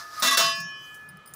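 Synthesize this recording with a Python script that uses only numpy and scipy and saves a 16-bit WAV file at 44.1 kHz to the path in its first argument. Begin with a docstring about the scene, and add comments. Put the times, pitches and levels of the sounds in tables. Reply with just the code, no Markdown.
"""A gas flame rumbles and hisses softly in a small kitchen. A metal pan slides off one side of the
stove, knocks twice against the pan support, scrapes over it with brief squeals and knocks twice more.
Lifted clear, it rings on, each mode swelling and dipping as it is swung towards the lit burner.
Light metal ticks follow as it is lowered."""
import sys
import numpy as np
from scipy import signal
from scipy.fft import rfft, irfft
from scipy.io import wavfile

SR = 44100
rng = np.random.default_rng(int(sys.argv[2]) if len(sys.argv) > 2 else 0)


def store_pcm(level_fs):
    """Save levels as 16-bit WAV."""
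    pcm = np.round(np.clip(level_fs, -1, 1) * 32767).astype(np.int16)
    wavfile.write(sys.argv[1], SR, np.atleast_2d(pcm).T)


N = 59535

# Envelopes. Each row: time in seconds, level in dB.
HISS_ENVELOPE = [(.77, -68), (.85, -57.5), (.96, -62), (1.13, -74.5), (1.21, -83)]
RUMBLE_ENVELOPE = [(0, -67.5), (.575, -49), (.6, -45), (.63, -59), (.95, -61), (1.15, -41.5), (1.23, -84),
                   (1.36, -39)]  # grows as the pan disturbs the flame
SLIDE_FORCE = [(0, -39), (.05, -48), (.095, -49.5), (.15, -42.5), (.22, -37.5)]
SCRAPE_FORCE = [(.218, -52), (.235, -9), (.28, 1.5), (.305, -2.5), (.325, -1.5), (.348, -5), (.364, -20),
                (.385, -10.5), (.425, -9), (.52, -14)]
# Noise spectra. Each row: frequency in Hz, relative density in dB.
FLAME_SPECTRUM = [(130, -3), (700, -10.5), (1400, -8.5), (2300, -15.5), (4000, -22.5), (15000, -39)]
CLICK_SPECTRUM = [(2000, -32), (7500, -10), (12500, -16), (15000, -11)]
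SLIDE_SPECTRUM = [(100, -44), (250, -39), (1300, 4), (2900, -13), (5000, 0.5), (7500, -12.5),
                  (15000, -17.5)]
GRIT_SPECTRUM = [(130, -58), (255, 8), (420, -33), (1200, -8.5), (2800, 3), (3900, -6), (6500, 0),
                 (13000, -4), (15200, -20)]
CRASH_SPECTRUM = [(90, -85), (190, -13.5), (420, -4.5), (850, -3), (1150, 6), (1650, 5), (2250, -3.5),
                  (3000, -6.5), (3600, 3.5), (5500, 0.5), (9000, -2.5), (13000, -11), (15200, -1.5)]
# Resonances. Each row: frequency in Hz, relative level in dB, t60 of the decay term in seconds.
SLIDING_MODES = [(683, -5, .09), (1240, 7, .13), (1735, 7, .07)]
STOVE_MODES = [(215, -3, .03), (610, 0, .03)]
CONTACT_MODES = [(668, -17, .2), (1112, -7, .2), (1150, -6, .2), (1235, -4, .05), (1640, -4, .04),
                 (1965, -4, .14), (2712, -6, .14), (3430, -3, .03), (3570, -2, .08), (3950, -1, .06),
                 (4555, -6, .08), (5297, -3, .05), (5845, -6, .06), (6620, -5, .08)]  # pan pressed on the support
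# Light ticks. Each row: start in seconds, ring level in dB, t60 in seconds, click over ring in dB.
TICK_EVENTS = [(0.1975, -31, 0.042, -13), (0.552, -53, 0.18, 9.5), (0.602, -49.5, 0.071, 10.5),
               (0.944, -50, 0.085, 2), (1.088, -43, 0.056, -32), (1.171, -50, 0.024, -10),
               (1.259, -41.5, 0.038, -22), (1.274, -45.5, 0.14, -15), (1.3375, -39, 0.04, 2)]
# Tick resonances. Each row: frequency in Hz, relative level in dB.
TICK_BANDS = [(5000, -25), (8900, -19.5), (9550, -16), (10000, -18.5), (14800, -16.5)]
# Squeals. Each row: middle in seconds, frequency in Hz, level in dB, half-length in seconds.
SQUEAL_EVENTS = [(.195, 1245, -31, .025), (.278, 3573, -24, .012), (.324, 1116, -18.5, .016),
                 (.351, 1108, -22.5, .011), (.338, 1962, -27, .026)]
# Knocks. Each row: start in seconds, crash level in dB, crash t60 at CRASH_DAMP_HZ in seconds,
# impulse on the pan in dB, impulse on the stove in dB.
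KNOCK_EVENTS = [(0.222, -19.5, 0.3, 2.5, -12), (0.246, -23, 0.067, 0.5, -9.5),
                (0.3713, -14.5, 0.18, 4.5, -18), (.399, -21, 0.11, 4, -12.5)]
# Free pan modes. Each row: frequency in Hz, relative level in dB, t60 in seconds,
# time of one dip in seconds, dips per second, dip depth from 0 to 1.
PAN_MODES = [(670, -25, .52, .68, 2.2, .25), (1104.3, -22, .77, .644, 3.3, .36),
             (1718.5, -31, 2.5, .83, 2.45, .45), (1957, -27, .38, .62, 4.8, .5),
             (2463, -38, 1.9, .817, 6.3, .55), (2710, -19.5, .5, .47, 4.4, .25),
             (3031, -30, 1.38, .623, 2.3, .9), (3283, -49, 1.9, .62, 2.2, .85),
             (3556, -24, .36, .765, 1.9, .38), (3675, -31, .47, .585, 5.4, .8),
             (4258, -29, .5, .519, 7.1, .9), (4958.5, -24, .65, .688, 3, .97),
             (5432, -24.5, .7, .5, 2.7, .9), (5990, -32, .76, .571, 6.3, .6),
             (6629, -30, .66, .52, 4.3, .55), (8091, -31, .45, .433, 4.5, .5)]

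HISS_LOW_HZ, HISS_PATCHY_DB = 4800, 2.5
RUMBLE_HZ, FLUTTER_DB, BURNER_HZ, BURNER_DB, RUSH_DB = 156, -8, 1257, -57.5, -56
CATCHES_PER_S, CATCH_SCATTER_DB = 500, 5
SLIDE_HISS_DB, SQUEAL_WAVER_RAD, SCRAPE_RING_DB, SCRAPE_GRIT_DB = -1, .3, -21.5, -27.5
CRASH_DAMP_HZ, CRASH_ATTACK_S = 14000, .0012
HELD_DB, FREE_DB, RING_BUILD_S = -8.5, 1, .032  # pan on the support, then lifted clear
ROOM_T60_S, ROOM_DB = .28, -13
LOW_CUT_HZ, TOP_HZ = 80, 15550


def amp(db):
    return 10 ** (np.asarray(db) / 20)


def unit_rms(x):
    return x / np.sqrt(np.mean(x ** 2))


def time_s():
    return np.arange(N) / SR


def bins_hz():
    return np.arange(N // 2 + 1) * SR / N


def envelope(rows):
    """Gain along (s, dB) points, silent after the last."""
    at_s, db = np.array(rows).T
    return amp(np.interp(time_s(), at_s, db, right=-120))


def colour(x, spectrum):
    """Filter by (Hz, dB) points; unit RMS."""
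    hz, db = np.array(spectrum).T
    gain = amp(np.interp(np.log(np.maximum(bins_hz(), 1)), np.log(hz), db))
    return unit_rms(irfft(rfft(x) * gain, N))


def noise_band(hz, half_width_hz):
    """Noise in one resonance with steep skirts."""
    detuning = (bins_hz() - hz) / half_width_hz
    return unit_rms(irfft(rfft(rng.standard_normal(N)) / (1 + detuning ** 2), N))


def decay(start_s, t60_s):
    age_s = time_s() - start_s
    return (age_s >= 0) * np.exp(-np.log(1000) * np.maximum(age_s, 0) / t60_s)


def rise(start_s, tau_s):
    return 1 - np.exp(-np.maximum(time_s() - start_s, 0) / tau_s)


def resonate(force, modes):
    """Share a force's energy among modes that build up briefly and decay."""
    t, out = time_s(), np.zeros(N)
    for hz, db, t60_s in modes:
        response = t * decay(0, t60_s) * np.sin(2 * np.pi * hz * t)
        out += amp(db) * unit_rms(signal.fftconvolve(force, response)[:N])
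    return unit_rms(out) * np.std(force)


def hiss():
    """Faint high hiss; each band swells and sinks on its own."""
    out = np.zeros(N)
    for hz in np.geomspace(HISS_LOW_HZ, TOP_HZ, 6):
        out += amp(HISS_PATCHY_DB * noise_band(0, half_width_hz=23)) * noise_band(hz, hz / 10)
    return envelope(HISS_ENVELOPE) * unit_rms(out)


def flame():
    """Gas flame: fluttering rumble, soft burner tone, steady rush."""
    flutter = amp(FLUTTER_DB * noise_band(0, half_width_hz=4))
    rumble = envelope(RUMBLE_ENVELOPE) * unit_rms(flutter * noise_band(RUMBLE_HZ, half_width_hz=22.5))
    burner = amp(BURNER_DB) * noise_band(BURNER_HZ, half_width_hz=57)
    rush = amp(RUSH_DB) * colour(rng.standard_normal(N), FLAME_SPECTRUM)
    return rumble + burner + rush


def ticks():
    """Small bright metal contacts as the pan is handled."""
    ring = unit_rms(sum(amp(db) * noise_band(hz, half_width_hz=180) for hz, db in TICK_BANDS))
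    click = colour(rng.standard_normal(N), CLICK_SPECTRUM)
    return sum(amp(db) * decay(start_s, t60_s) * (ring + amp(click_db) * click)
               for start_s, db, t60_s, click_db in TICK_EVENTS)


def stick_slip():
    """Dense friction catches of uneven size."""
    caught = rng.random(N) < CATCHES_PER_S / SR
    polarity = np.sign(rng.standard_normal(N))
    return unit_rms(caught * polarity * amp(CATCH_SCATTER_DB * rng.standard_normal(N)))


def slide():
    """Light first slide: friction makes the pan sing and hiss."""
    force = envelope(SLIDE_FORCE)
    ring = resonate(stick_slip() * force, SLIDING_MODES)
    return ring + amp(SLIDE_HISS_DB) * force * colour(rng.standard_normal(N), SLIDE_SPECTRUM)


def squeals():
    """Sliding metal locks briefly onto one resonance: a slightly rough tone."""
    t, out = time_s(), np.zeros(N)
    for middle_s, hz, db, half_s in SQUEAL_EVENTS:
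        phase_rad = 2 * np.pi * (hz * t + rng.random())
        waver_rad = SQUEAL_WAVER_RAD * noise_band(0, half_width_hz=38)
        swell = np.exp(-((t - middle_s) / half_s) ** 2)
        out += amp(db) * swell * np.sin(phase_rad + waver_rad)
    return out


def scrape():
    """The base grinds over the support; each catch rattles the stove and rings the touching metal."""
    force = stick_slip() * envelope(SCRAPE_FORCE)
    rattle = rng.standard_normal(N) * decay(0, t60_s=.03)
    grit = colour(signal.fftconvolve(force, rattle)[:N], GRIT_SPECTRUM) * np.std(force)
    return amp(SCRAPE_RING_DB) * resonate(force, CONTACT_MODES) + amp(SCRAPE_GRIT_DB) * grit


def crashes():
    """Knocks shake the crowded, short-lived modes of the sheet-metal stove; treble dies first."""
    hz, out = bins_hz(), np.zeros(N)
    octave = np.floor(np.log2(np.maximum(hz, 250) / 250))
    for start_s, db, t60_s, _, _ in KNOCK_EVENTS:
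        spectrum = rfft(colour(rng.standard_normal(N), CRASH_SPECTRUM))
        attack = rise(start_s, CRASH_ATTACK_S)
        for k in np.unique(octave):
            in_band = octave == k
            band_t60_s = 2 * t60_s / (1 + hz[in_band].mean() / CRASH_DAMP_HZ)
            out += amp(db) * attack * decay(start_s, band_t60_s) * irfft(spectrum * in_band, N)
    return out


def knocks():
    """The pan clanks against the support; the stove body thuds."""
    on_pan, on_stove = np.zeros((2, N))
    for start_s, _, _, clank_db, thud_db in KNOCK_EVENTS:
        at = int(start_s * SR)
        on_pan[at], on_stove[at] = amp(clank_db), amp(thud_db)
    return resonate(on_pan, CONTACT_MODES) + resonate(on_stove, STOVE_MODES)


def pan_ring():
    """The first knock pair rings the pan weakly, the second freely; turning swells and dips each mode."""
    t, out = time_s(), np.zeros(N)
    held_s, free_s = KNOCK_EVENTS[0][0], KNOCK_EVENTS[2][0]
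    held, free = rise(held_s, RING_BUILD_S), rise(free_s, RING_BUILD_S)
    for hz, db, t60_s, dip_s, dips_per_s, depth in PAN_MODES:
        turning = np.abs(1 - depth * np.exp(2j * np.pi * dips_per_s * (t - dip_s)))
        on_support = amp(HELD_DB) * held * (1 - free) * decay(held_s, t60_s)
        lifted = amp(FREE_DB) * free * decay(free_s, t60_s) * turning
        out += amp(db) * (on_support + lifted) * np.sin(2 * np.pi * (hz * t + rng.random()))
    return out


def scene():
    """Mono mix; only knocks, crashes, scrape and slide get the short kitchen echo."""
    contacts = knocks() + crashes() + scrape() + slide()
    walls = unit_rms(rng.standard_normal(N) * decay(0, ROOM_T60_S)) / np.sqrt(N)
    echo = amp(ROOM_DB) * signal.fftconvolve(contacts, walls)[:N]
    return (contacts + echo + ticks() + squeals() + pan_ring() + flame() + hiss())[None]


def record(dry):
    """Thin the deep bass, cut the top."""
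    thin = signal.sosfilt(signal.butter(2, LOW_CUT_HZ, "high", fs=SR, output="sos"), dry)
    return signal.sosfilt(signal.ellip(10, .2, 80, TOP_HZ, fs=SR, output="sos"), thin)


dry = scene()
out = record(dry)
store_pcm(out)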